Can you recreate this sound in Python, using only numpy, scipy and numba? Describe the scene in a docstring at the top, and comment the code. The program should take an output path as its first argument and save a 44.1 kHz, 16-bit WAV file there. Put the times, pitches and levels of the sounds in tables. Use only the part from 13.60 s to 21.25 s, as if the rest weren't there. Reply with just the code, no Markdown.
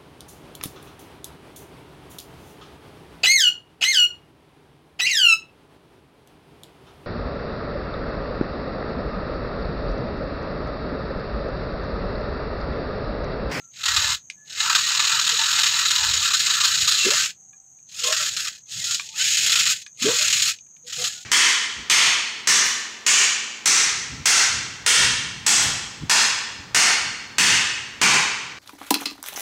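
"""On a dirt bank a small electric toy crawler strains, rolls onto its side and spins its wheels in bursts.
Gears: random tooth clicks and rubbing noise through shell and gearbox resonances, throbbing once a shaft turn.
Chassis thumps are noise-roughened gliding tones; loose parts tick as cracks with decaying modes; mesh whine
glides with the motor. Behind: filtered-noise ground rumble, faint sine tones, quiet air and a cicada chorus
of grainy noise bands."""
import sys
import numpy as np
from scipy import signal
from scipy.fft import rfft, irfft
from scipy.io import wavfile
from scipy.ndimage import uniform_filter1d
from numba import njit

SR = 44100
rng = np.random.default_rng(int(sys.argv[2]) if len(sys.argv) > 2 else 0)


def dump(signal):
    """Clip the signal to [-1, 1] and save it as 16-bit WAV at the path in sys.argv[1]."""
    limited = np.clip(np.atleast_2d(signal).T, -1, 1)
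    pcm = np.round(limited * 32767).astype(np.int16)
    wavfile.write(sys.argv[1], SR, pcm)


N = 337365
T = np.arange(N) / SR
F = np.fft.rfftfreq(N, 1 / SR) + 1


def undb(db):
    """dB to amplitude."""
    return 10 ** (np.asarray(db) / 20)


def unit(x):
    """Scale to RMS 1."""
    return x / np.sqrt(np.mean(x ** 2))


def noise():
    """White noise, full length."""
    return rng.standard_normal(N)


def shape_spectrum(x, points):
    """Filter by (freq_hz, gain_db) points, interpolated over log frequency."""
    freq_hz, gain_db = np.transpose(points)
    return irfft(rfft(x) * undb(np.interp(np.log(F), np.log(freq_hz), gain_db)), N)


def ring(x, freq_hz, width_hz):
    """One resonance, gain 1 at its centre."""
    return signal.lfilter(*signal.iirpeak(freq_hz, freq_hz / width_hz, fs=SR), x)


def band(x, lo_hz, hi_hz):
    """Butterworth band-pass."""
    return signal.sosfilt(signal.butter(4, [lo_hz, hi_hz], "bandpass", fs=SR, output="sos"), x)


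def walk(rate_hz):
    """Random levels held 1 / rate_hz and slewed twice."""
    hold = int(SR / rate_hz)
    steps = np.repeat(rng.standard_normal(N // hold + 1), hold)
    return 0.76 * uniform_filter1d(uniform_filter1d(steps, hold), hold)[:N]


# air noise spectrum: (freq_hz, relative_db)
AIR_SPECTRUM = [(25, -15), (50, -21), (150, -5), (380, -20), (800, -21.5), (2500, -29), (5500, -36),
                (9000, -43.5), (15600, -43)]
# cicada song bands: (low_hz, high_hz, mid_level_db)
CICADA_BANDS = [(6100, 6770, -50.5), (7000, 8300, -68), (12000, 13300, -82.5)]


def garden():
    """Quiet air noise; each cicada band is noise made grainy by fast level changes."""
    out = unit(shape_spectrum(noise(), AIR_SPECTRUM)) * undb(-68 + 2.4 * walk(2.1))
    for lo_hz, hi_hz, level_db in CICADA_BANDS:
        song = band(noise() * undb(3 * walk(250)), lo_hz, hi_hz)
        out = out + unit(song) * undb(level_db + 1.8 * walk(12))
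    return out


# thin faint tones: (start_s, length_s, pitch_hz, mid_level_db)
FAINT_TONES = [(0., .1, 1350, -60), (.76, .17, 1720, -56), (3.72, .5, 775, -70), (5.26, .11, 1400, -39),
               (5.44, .27, 880, -57), (7.4, .25, 775, -66), (7.53, .1, 1450, -53)]


def tones():
    """Faint sines, wavering in level and phase, that fade in and out."""
    out = np.zeros(N)
    for start_s, length_s, pitch_hz, level_db in FAINT_TONES:
        gain = undb(level_db + 4.0 * walk(40))
        u = np.clip((T - start_s) / length_s, 0, 1)
        fade = np.sqrt(np.sin(np.pi * u).clip(0))
        out += gain * fade * np.sin(2 * np.pi * pitch_hz * T + 1.5 * walk(60))
    return out


# motor runs: (start_s, spin_up_s, up_level_db, cut_s, cut_level_db, coast_s, stop_level_db)
MOTOR_RUNS = [(-.4, .1, -30, -.1, -30, .13, -65), (.14, .126, -27.5, .538, -24, .05, -50),
              (.868, .15, -25, 3.656, -22, .06, -42), (4.295, .145, -25, 4.69, -26.5, .04, -42),
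              (4.64, .07, -32.5, 4.885, -29.5, .1, -46), (5.075, .04, -34, 5.35, -23.5, .17, -45),
              (5.515, .085, -22.5, 6.125, -21.5, .1, -44), (6.375, .05, -23.5, 6.9, -21.5, .075, -56),
              (7.262, .02, -38, 7.48, -24, .15, -43)]
SILENT_DB, START_DB, CATCH_S, HALT_S = -92, -50, .045, .055
CUT_DROP_DB, CUT_DROP_S = -10, .015


def motor_db():
    """Gear level: each run catches, spins up, holds, drops at the power cut, coasts and halts."""
    out = np.full(N, SILENT_DB * 1.)
    for start_s, up_s, up_db, cut_s, cut_db, coast_s, stop_db in MOTOR_RUNS:
        stop_s = cut_s + coast_s
        times_s = [start_s - CATCH_S, start_s, start_s + up_s, cut_s, cut_s + CUT_DROP_S, stop_s, stop_s + HALT_S]
        levels_db = [SILENT_DB, START_DB, up_db, cut_db, cut_db + CUT_DROP_DB, stop_db, SILENT_DB]
        out = np.maximum(out, np.interp(T, times_s, levels_db))
    return out


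FULL_DB = -24  # gear level taken as full speed
# share: rumble dB per dB of gear level
DEEP_FULL_DB, UPPER_FULL_DB, DEEP_REST_DB, UPPER_REST_DB, RUMBLE_SHARE = -62, -57.5, -85, -80, .6
# swells added to the rumble: (start_s, length_s, deep_db, upper_db)
RUMBLE_SWELLS = [(.22, .4, -42, -59), (2.3, .4, -44, -56), (3.05, .33, -48, -56), (5.1, .15, -70, -49),
                 (6.42, .15, -80, -46), (6.6, .3, -58, -58), (7.33, .15, -80, -49)]


def rumble():
    """Ground rumble under the wheels: two low noise bands that follow the gear level and swell."""
    follow = undb(RUMBLE_SHARE * (uniform_filter1d(motor_db(), size=3000) - FULL_DB))
    deep_gain = undb(DEEP_FULL_DB) * follow + undb(DEEP_REST_DB)
    upper_gain = undb(UPPER_FULL_DB) * follow + undb(UPPER_REST_DB)
    for start_s, length_s, deep_db, upper_db in RUMBLE_SWELLS:
        swell = np.sin(np.pi * np.clip((T - start_s) / length_s, 0, 1)) ** 2
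        deep_gain = deep_gain + undb(deep_db) * swell
        upper_gain = upper_gain + undb(upper_db) * swell
    deep, upper = unit(band(noise(), 58, 110)), unit(band(noise(), 100, 173.6))
    return deep * deep_gain + upper * upper_gain * undb(1.0 * walk(7.7))


# turns on which the teeth slam together: (start_s, strength_db)
TOOTH_SLAMS = [(0.2319, -22), (0.2553, -7.5), (0.28, -8), (0.362, -1), (0.8944, -26), (1.0954, -8),
               (1.1468, -1), (1.1782, -14), (1.3925, -1), (1.6117, -9), (1.6905, -3), (1.926, -12),
               (2.0308, -6), (2.135, -7), (2.2508, -8), (2.3032, -4), (2.5341, -6), (2.7018, -7),
               (2.7322, -7), (2.793, -7), (2.8928, -10), (2.9996, -10), (3.2734, -3), (3.5039, -4),
               (3.5334, -9), (4.2871, -35), (4.4344, -12), (4.521, -5), (4.5644, -10), (4.7637, -17),
               (5.2394, -14), (5.3087, -8), (5.343, -15), (5.7699, -2), (5.862, -10), (5.894, -6),
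               (5.919, -4), (5.9544, -3), (6.0533, -6), (6.4224, -28), (6.6092, -9), (6.6997, -6),
               (6.726, -4), (6.8188, -13), (7.2638, -34), (7.3222, -11), (7.4393, -12)]
SLAM_RISE_S, SLAM_DECAY_S, LULL_DEPTH, LULL_S = .004, .007, .6, .0071


def slams():
    """Envelope of the slams, and the lull while the slack is taken up before each."""
    hit, lull, t = np.zeros(N), np.ones(N), T[:3000]
    envelope = (1 - np.exp(-t / SLAM_RISE_S)) * np.exp(-t / SLAM_DECAY_S)
    for start_s, strength_db in TOOTH_SLAMS:
        i = int(start_s * SR)
        hit[i:i + 3000] += undb(strength_db) / 4 * envelope
        lull[i - 3000:i] *= 1 - LULL_DEPTH * np.exp(-t[::-1] / LULL_S)
    return hit, lull


# shaft speed before fitting to the slams: (time_s, turns_per_s)
SHAFT_SPEED = [(0, 40), (1.25, 39.5), (1.6, 40.5), (2.3, 40), (2.76, 32), (3.2, 30), (4.4, 38), (5.4, 36),
               (5.6, 31), (6.2, 31), (6.4, 35), (7.65, 38)]


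def shaft_phase():
    """Turns of the shaft, stretched so that a whole number fits between slams."""
    free = np.cumsum(np.interp(T, *np.transpose(SHAFT_SPEED))) / SR
    at_slam = np.interp(np.transpose(TOOTH_SLAMS)[0], T, free)
    whole = np.cumsum(np.r_[0, np.maximum(np.round(np.diff(at_slam)), 1)])
    last = whole[-1] + free[-1] - at_slam[-1]
    # + 100 keeps the phase positive
    return np.interp(free, np.r_[0, at_slam, free[-1]], np.r_[-at_slam[0], whole, last]) + 100


def throb():
    """The teeth load up once a turn and let go, each turn with its own strength; a short knock sits inside."""
    phase = shaft_phase()
    turn, p = phase.astype(int), phase % 1
    chance = rng.standard_normal((1000, 2))
    pulse = np.sin(np.pi * p ** 0.88) ** 0.68 * undb(2.5 * chance[turn, 0])
    knock = np.sin(np.pi * p ** .7) ** 4 * undb(1.5 * chance[turn, 1])
    return pulse / pulse.mean(), knock


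def rattle():
    """Dense tooth clicks of scattered size over rubbing noise."""
    size = undb(np.minimum(4.5 * rng.exponential(size=N), 15))
    clicks = (rng.random(N) < 1500 / SR) * size * rng.choice([-1, 1], N)  # mean 1500 per s
    rubbing = noise() * undb(2.1 * walk(150))
    return unit(rubbing + .65 * unit(clicks))


# broad gear spectrum: (freq_hz, relative_db)
GEAR_SPECTRUM = [(410, -62), (700, -30.5), (884, -20), (1340, -1.5), (2080, 5), (4040, 4.5), (5890, 4.5),
                 (6880, 10), (7840, 2), (9400, -30.5), (15600, -22.5)]
# shell modes, wheels loaded / free: (freq_hz, half_width_hz, mid_gain_db)
LOADED_MODES = [(2660, 230, -6), (3800, 500, 2.5), (5350, 49, -1.5), (6650, 150, -23.5), (8195, 97, -14.5)]
FREE_MODES = [(2650, 200, -1.5), (3340, 150, 2), (4160, 220, 0.5), (5260, 340, -2), (6600, 900, -9)]


def shell_modes(x, modes):
    """Parallel shell resonances, each wandering in level."""
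    out = 0
    for freq_hz, half_width_hz, gain_db in modes:
        out = out + undb(gain_db + 4.7 * walk(30)) * ring(x, freq_hz, 2.0 * half_width_hz)
    return out


def shell(x, rolled):
    """The shell rings at other modes once the car lies on its side."""
    loaded, free = shell_modes(x, LOADED_MODES), shell_modes(x, FREE_MODES)
    return 1.094 * shape_spectrum(x, GEAR_SPECTRUM) + (1 - rolled) * loaded + rolled * free


# narrow low modes that ring by turns: (freq_hz, width_hz, mid_gain_db)
GEARBOX_MODES = [(675, 44, -18.5), (904, 38, -2), (1008, 72, -7), (1207, 73, -1.5), (1360, 124, 3.5),
                 (1487, 83, -6), (1667, 41, 0), (1894, 26, 4), (2124, 27, 2)]


def gearbox(teeth):
    """Narrow low resonances of the gearbox, each wandering in level."""
    out = 0
    for freq_hz, width_hz, gain_db in GEARBOX_MODES:
        out = out + undb(gain_db + 7.7 * walk(22)) * ring(teeth, freq_hz, width_hz)
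    return out


@njit
def highpass(x, hz, damp):
    """State-variable high-pass with a moving corner; small damp rings at the corner."""
    y, b, l = np.empty(len(x)), 0., 0.
    for i in range(len(x)):
        g = np.tan(np.pi * hz[i] / SR)
        v = (b + g * (x[i] - l)) / (1 + g * (g + damp))
        low = l + g * v
        y[i] = x[i] - damp * v - low
        b, l = 2 * v - b, 2 * low - l
    return y


# gear colour before the changes for quiet gears and slams:
# (time_s, grind_re_gears_db, rasp_re_gears_db, throb_depth_0_1, low_cut_hz)
GEAR_COLOUR = [(.1, -12, 0, .3, 1000), (.27, -3.5, -4, .3, 800), (.55, -3.5, -6, .45, 800),
               (.9, -7, -4, .25, 1050), (1.1, -5.5, -5.5, .35, 870), (1.3, -7, -5, .45, 900),
               (2.45, -5.5, -6, .45, 920), (2.7, -8, -7, .45, 1200), (3.23, -8.5, -7.5, .6, 1200),
               (3.4, -14, -8, .05, 1400), (3.53, -8, -5, .2, 1100), (3.66, -8, -3, .4, 1300),
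               (4.4, -17, -9, .3, 1150), (4.6, -7, -5, .35, 1150), (4.72, -15, -8, .2, 1400),
               (4.87, -5, -4, .55, 1150), (5.15, -14, -13, .2, 1500), (5.35, -16, -11, .1, 1200),
               (5.62, -11, -5, .15, 1400), (6.1, -13, -4, .35, 1350), (6.4, -20, -3, .1, 1300),
               (6.5, -3, -7, .15, 750), (6.6, -11, -2, .4, 1350), (6.9, -13, -5, .4, 1150),
               (7.3, -10, -6, .45, 1050), (7.65, -17, -11, .3, 1100)]
# shell mode struck once a turn: (freq_hz, base_width_hz, loaded_re_gears_db, free_re_gears_db)
TURN_KNOCK = (3999, 300.5, -2, -12.5)
ROLL_S = 3.42
FIZZ_LOADED_DB, FIZZ_FREE_DB = -15, -16  # re gears, at gear level -22 dB
# quieter gears throb deeper, are cut higher and have less low sound
QUIET_DEPTH_PER_DB, QUIET_LOW_CUT_HZ_PER_DB, QUIET_DROP_SHARE = .02, 22, .08
SLAM_LOW_CUT_SHARE = 4.0  # a slam lets more low sound through for a moment


def gears():
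    """Throbbing rattle through shell and gearbox; grind and rasp follow GEAR_COLOUR, fizz the gear level."""
    times_s, *columns = np.transpose(GEAR_COLOUR)
    grind_db, rasp_db, depth, low_cut_hz = (np.interp(T, times_s, c) for c in columns)
    gear_db = motor_db()
    quiet_db = np.clip(FULL_DB - gear_db, 0, 30)
    depth = depth + QUIET_DEPTH_PER_DB * quiet_db
    grind_db = grind_db - QUIET_DROP_SHARE * quiet_db
    rasp_db = rasp_db - QUIET_DROP_SHARE * quiet_db
    rolled = np.clip((T - ROLL_S) * 10, 0, 1)

    teeth = rattle()
    body = shell(teeth, rolled)
    rasp = unit(band(body, 1900, 3000))
    mid = unit(band(body, 3000, 5700))
    # both scaled to 1 before the mix: upper keeps its own RMS
    upper = band(body, 6210, 8900) / np.std(mid)
    fizz = unit(band(body, 9300, 17000))
    grind = 1.28 * unit(gearbox(teeth)) + .5 * unit(band(body, 760, 1930))
    # the fizz falls faster than the gears
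    fizz_db = FIZZ_LOADED_DB + rolled * (FIZZ_FREE_DB - FIZZ_LOADED_DB) + 0.083 * (gear_db + 22)

    (pulse, knock), (hit, lull) = throb(), slams()
    knock_hz, base_width_hz, loaded_db, free_db = TURN_KNOCK
    width_hz = 1.5 * base_width_hz
    struck = unit(ring(ring(teeth, knock_hz, width_hz), knock_hz, width_hz))
    out = struck * knock * undb(gear_db + loaded_db + rolled * (free_db - loaded_db))
    # (signal, re_gears_db, share of throb and slams)
    parts = ((grind, grind_db, .8), (rasp, rasp_db, .9), (mid, 0, 1), (upper, 0, .7), (fizz, fizz_db, .6))
    for part, part_db, share in parts:
        deep = np.clip(share * depth, 0, 1)
        throbbing = (1 - deep + deep * pulse) / np.sqrt(1 + .5 * deep ** 2)
        out = out + (throbbing * lull * undb(gear_db) + share * hit) * undb(part_db) * part

    slam_lowering = 1 + SLAM_LOW_CUT_SHARE * uniform_filter1d(hit, size=900)
    low_cut_hz = (low_cut_hz + QUIET_LOW_CUT_HZ_PER_DB * quiet_db) / slam_lowering * (1 + 0.18 * walk(27))
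    for damp in (3.47, 1.77, 0.67, 0.42):
        out = highpass(out, low_cut_hz, damp)
    whirr = unit(band(noise(), 150, 900)) * undb(0.7 * gear_db - 41 + 3.5 * walk(20))
    return out + whirr


# hollow chassis thumps: (start_s, length_s, start_hz, end_hz, level_db)
CHASSIS_THUMPS = [(0.374, 0.033, 350, 328, -42.5), (0.404, 0.1, 602, 600, -48.5),
                  (1.716, 0.054, 474, 450, -43), (2.514, .08, 500, 465, -50), (3.448, 0.059, 341, 440, -18),
                  (3.503, 0.055, 486, 696, -30.5), (4.41, 0.14, 486, 502, -35),
                  (4.457, 0.11, 597, 656, -30), (4.431, 0.14, 1046, 1103, -33),
                  (4.576, 0.087, 615, 607, -44), (6.414, 0.098, 220, 344, -24.5),
                  (6.441, 0.095, 370, 541, -17), (6.497, 0.09, 480, 490, -32),
                  (6.578, .09, 600, 630, -43.5), (7.234, 0.084, 485, 496, -53.5),
                  (7.37, 0.097, 489, 504, -38), (7.355, 0.15, 744, 704, -44.5)]
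THUMP_WIDTH_HZ, THUMP_WIDTH_PER_GLIDE = 65, .8  # a wider glide is rougher


def thumps():
    """Narrow rough swells: slow noise on a gliding carrier."""
    out = np.zeros(N)
    for start_s, length_s, start_hz, end_hz, level_db in CHASSIS_THUMPS:
        width_hz = THUMP_WIDTH_HZ + THUMP_WIDTH_PER_GLIDE * abs(end_hz - start_hz)
        u = np.arange(int(length_s * SR)) / (length_s * SR)
        k = int(SR / width_hz / 2)
        slow = uniform_filter1d(uniform_filter1d(rng.standard_normal(16384), k), k)
        rough = 1 + .5 * unit(slow)[:len(u)]
        tone = np.sin(2 * np.pi * np.cumsum(start_hz + (end_hz - start_hz) * u) / SR)
        i = int(start_s * SR)
        out[i:i + len(u)] += undb(level_db) * np.sin(np.pi * u ** 0.79) ** 2 * rough * tone
    return out


# loose parts: (start_s, level_db, crack_re_ring_db, lowest_hz, ring_time_scale); levels are relative
PART_TICKS = [(0.7003, -13, 4.5, 1900, 0.34), (3.75, -46, 2, 3200, .6), (3.932, -46, -5, 1500, 1.7),
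              (4.188, -47, 5, 2110, .7), (4.766, -16, -3, 2400, .6), (5.397, -17, 10.5, 960, 0.52),
              (5.49, -20, 10, 2820, .4), (6.264, -25.5, 9.5, 1620, 0.53), (6.988, -31, 5, 2800, 0.45),
              (7.066, -50, -3.5, 1490, 0.75), (7.166, -44.5, 8, 1700, 0.56)]
# modes of the part: (freq_hz, mid_level_db, t60_s at ring_time_scale 1)
PART_MODES = [(1167, -4.5, 0.071), (1670, -5.5, 0.068), (2415, 1, 0.03), (2820, -6, .02), (3440, -6, 0.017)]


def ticks():
    """A short noise crack and the decaying modes of the part, new strengths on each tick."""
    t, out = T[:4000], np.zeros(N)
    crack_decay = np.exp(-t / 0.0049) + .06 * np.exp(-t / 0.016)
    for start_s, level_db, crack_db, lowest_hz, scale in PART_TICKS:
        strengths = undb(3.5 * rng.standard_normal(len(PART_MODES)))
        crack = rng.standard_normal(4000) * crack_decay
        modes = 0
        for strength, (freq_hz, mode_db, t60_s) in zip(strengths, PART_MODES):
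            decay = 1000. ** (-t / t60_s / scale)
            modes = modes + strength * undb(mode_db) * np.sin(2 * np.pi * freq_hz * t) * decay
        tick = 0.44 * modes + 0.19 * undb(crack_db) * crack
        i = int(start_s * SR)
        out[i:i + 4000] += undb(level_db) * band(tick, lowest_hz, 7000)
    return out


# mesh whine as the motor spins up or squeals:
# (start_s, length_s, start_hz, end_hz, level_db, half_pitch_re_whine_db)
MESH_WHINES = [(3.36, .15, 2760, 2670, -20, -30), (4.32, .21, 2200, 3400, -37, -12),
               (4.69, .13, 1375, 1780, -44, -30), (5.07, .16, 2450, 2920, -45, -12),
               (5.14, .19, 1750, 2060, -41, -30), (5.54, .16, 2400, 3500, -26.5, -7),
               (6.385, .12, 2310, 3460, -32, -8)]
WHINE_FADE_DB, WHINE_BEND = -19, .7  # level at both ends; the glide slows as the motor nears its speed


def whine():
    """Rough gear mesh tone, with one at half pitch, that glides with the motor."""
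    out, waver = np.zeros(N), walk(80)
    rough = .7 + uniform_filter1d(noise(), size=300) * 8
    for start_s, length_s, start_hz, end_hz, level_db, half_db in MESH_WHINES:
        on = slice(int(start_s * SR), int((start_s + length_s) * SR))
        u = ((T[on] - start_s) / length_s).clip(0, 1)
        pitch_hz = (start_hz + (end_hz - start_hz) * u ** WHINE_BEND) * (1 + 0.0051 * waver[on])
        angle = 2 * np.pi * np.cumsum(pitch_hz) / SR
        gain = undb(level_db + WHINE_FADE_DB * (2 * u ** 1.2 - 1) ** 2)
        out[on] += gain * rough[on] * (np.sin(angle) + undb(half_db) * np.sin(angle / 2))
    return out


def bank_smear(near):
    """The bank and stones send back a short decaying smear."""
    tail = rng.standard_normal(3000) * np.exp(-np.arange(3000) / SR / 0.016)
    return undb(-10.5) * signal.fftconvolve(near, tail / np.linalg.norm(tail))[:N]


def scene():
    """Crawler with its smear, over rumble, tones and garden; mono."""
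    near = gears() + whine() + thumps() + ticks()
    near = near + bank_smear(near)
    return (near + rumble() + tones() + garden())[None]


TOP_HZ = 15620


def record(dry):
    """Cut the deepest bass gently and the top steeply."""
    dry = signal.sosfilt(signal.butter(2, 30, "highpass", fs=SR, output="sos"), dry)
    return signal.sosfilt(signal.ellip(14, .2, 100, TOP_HZ, fs=SR, output="sos"), dry)


dry = scene()
out = record(dry)
dump(out)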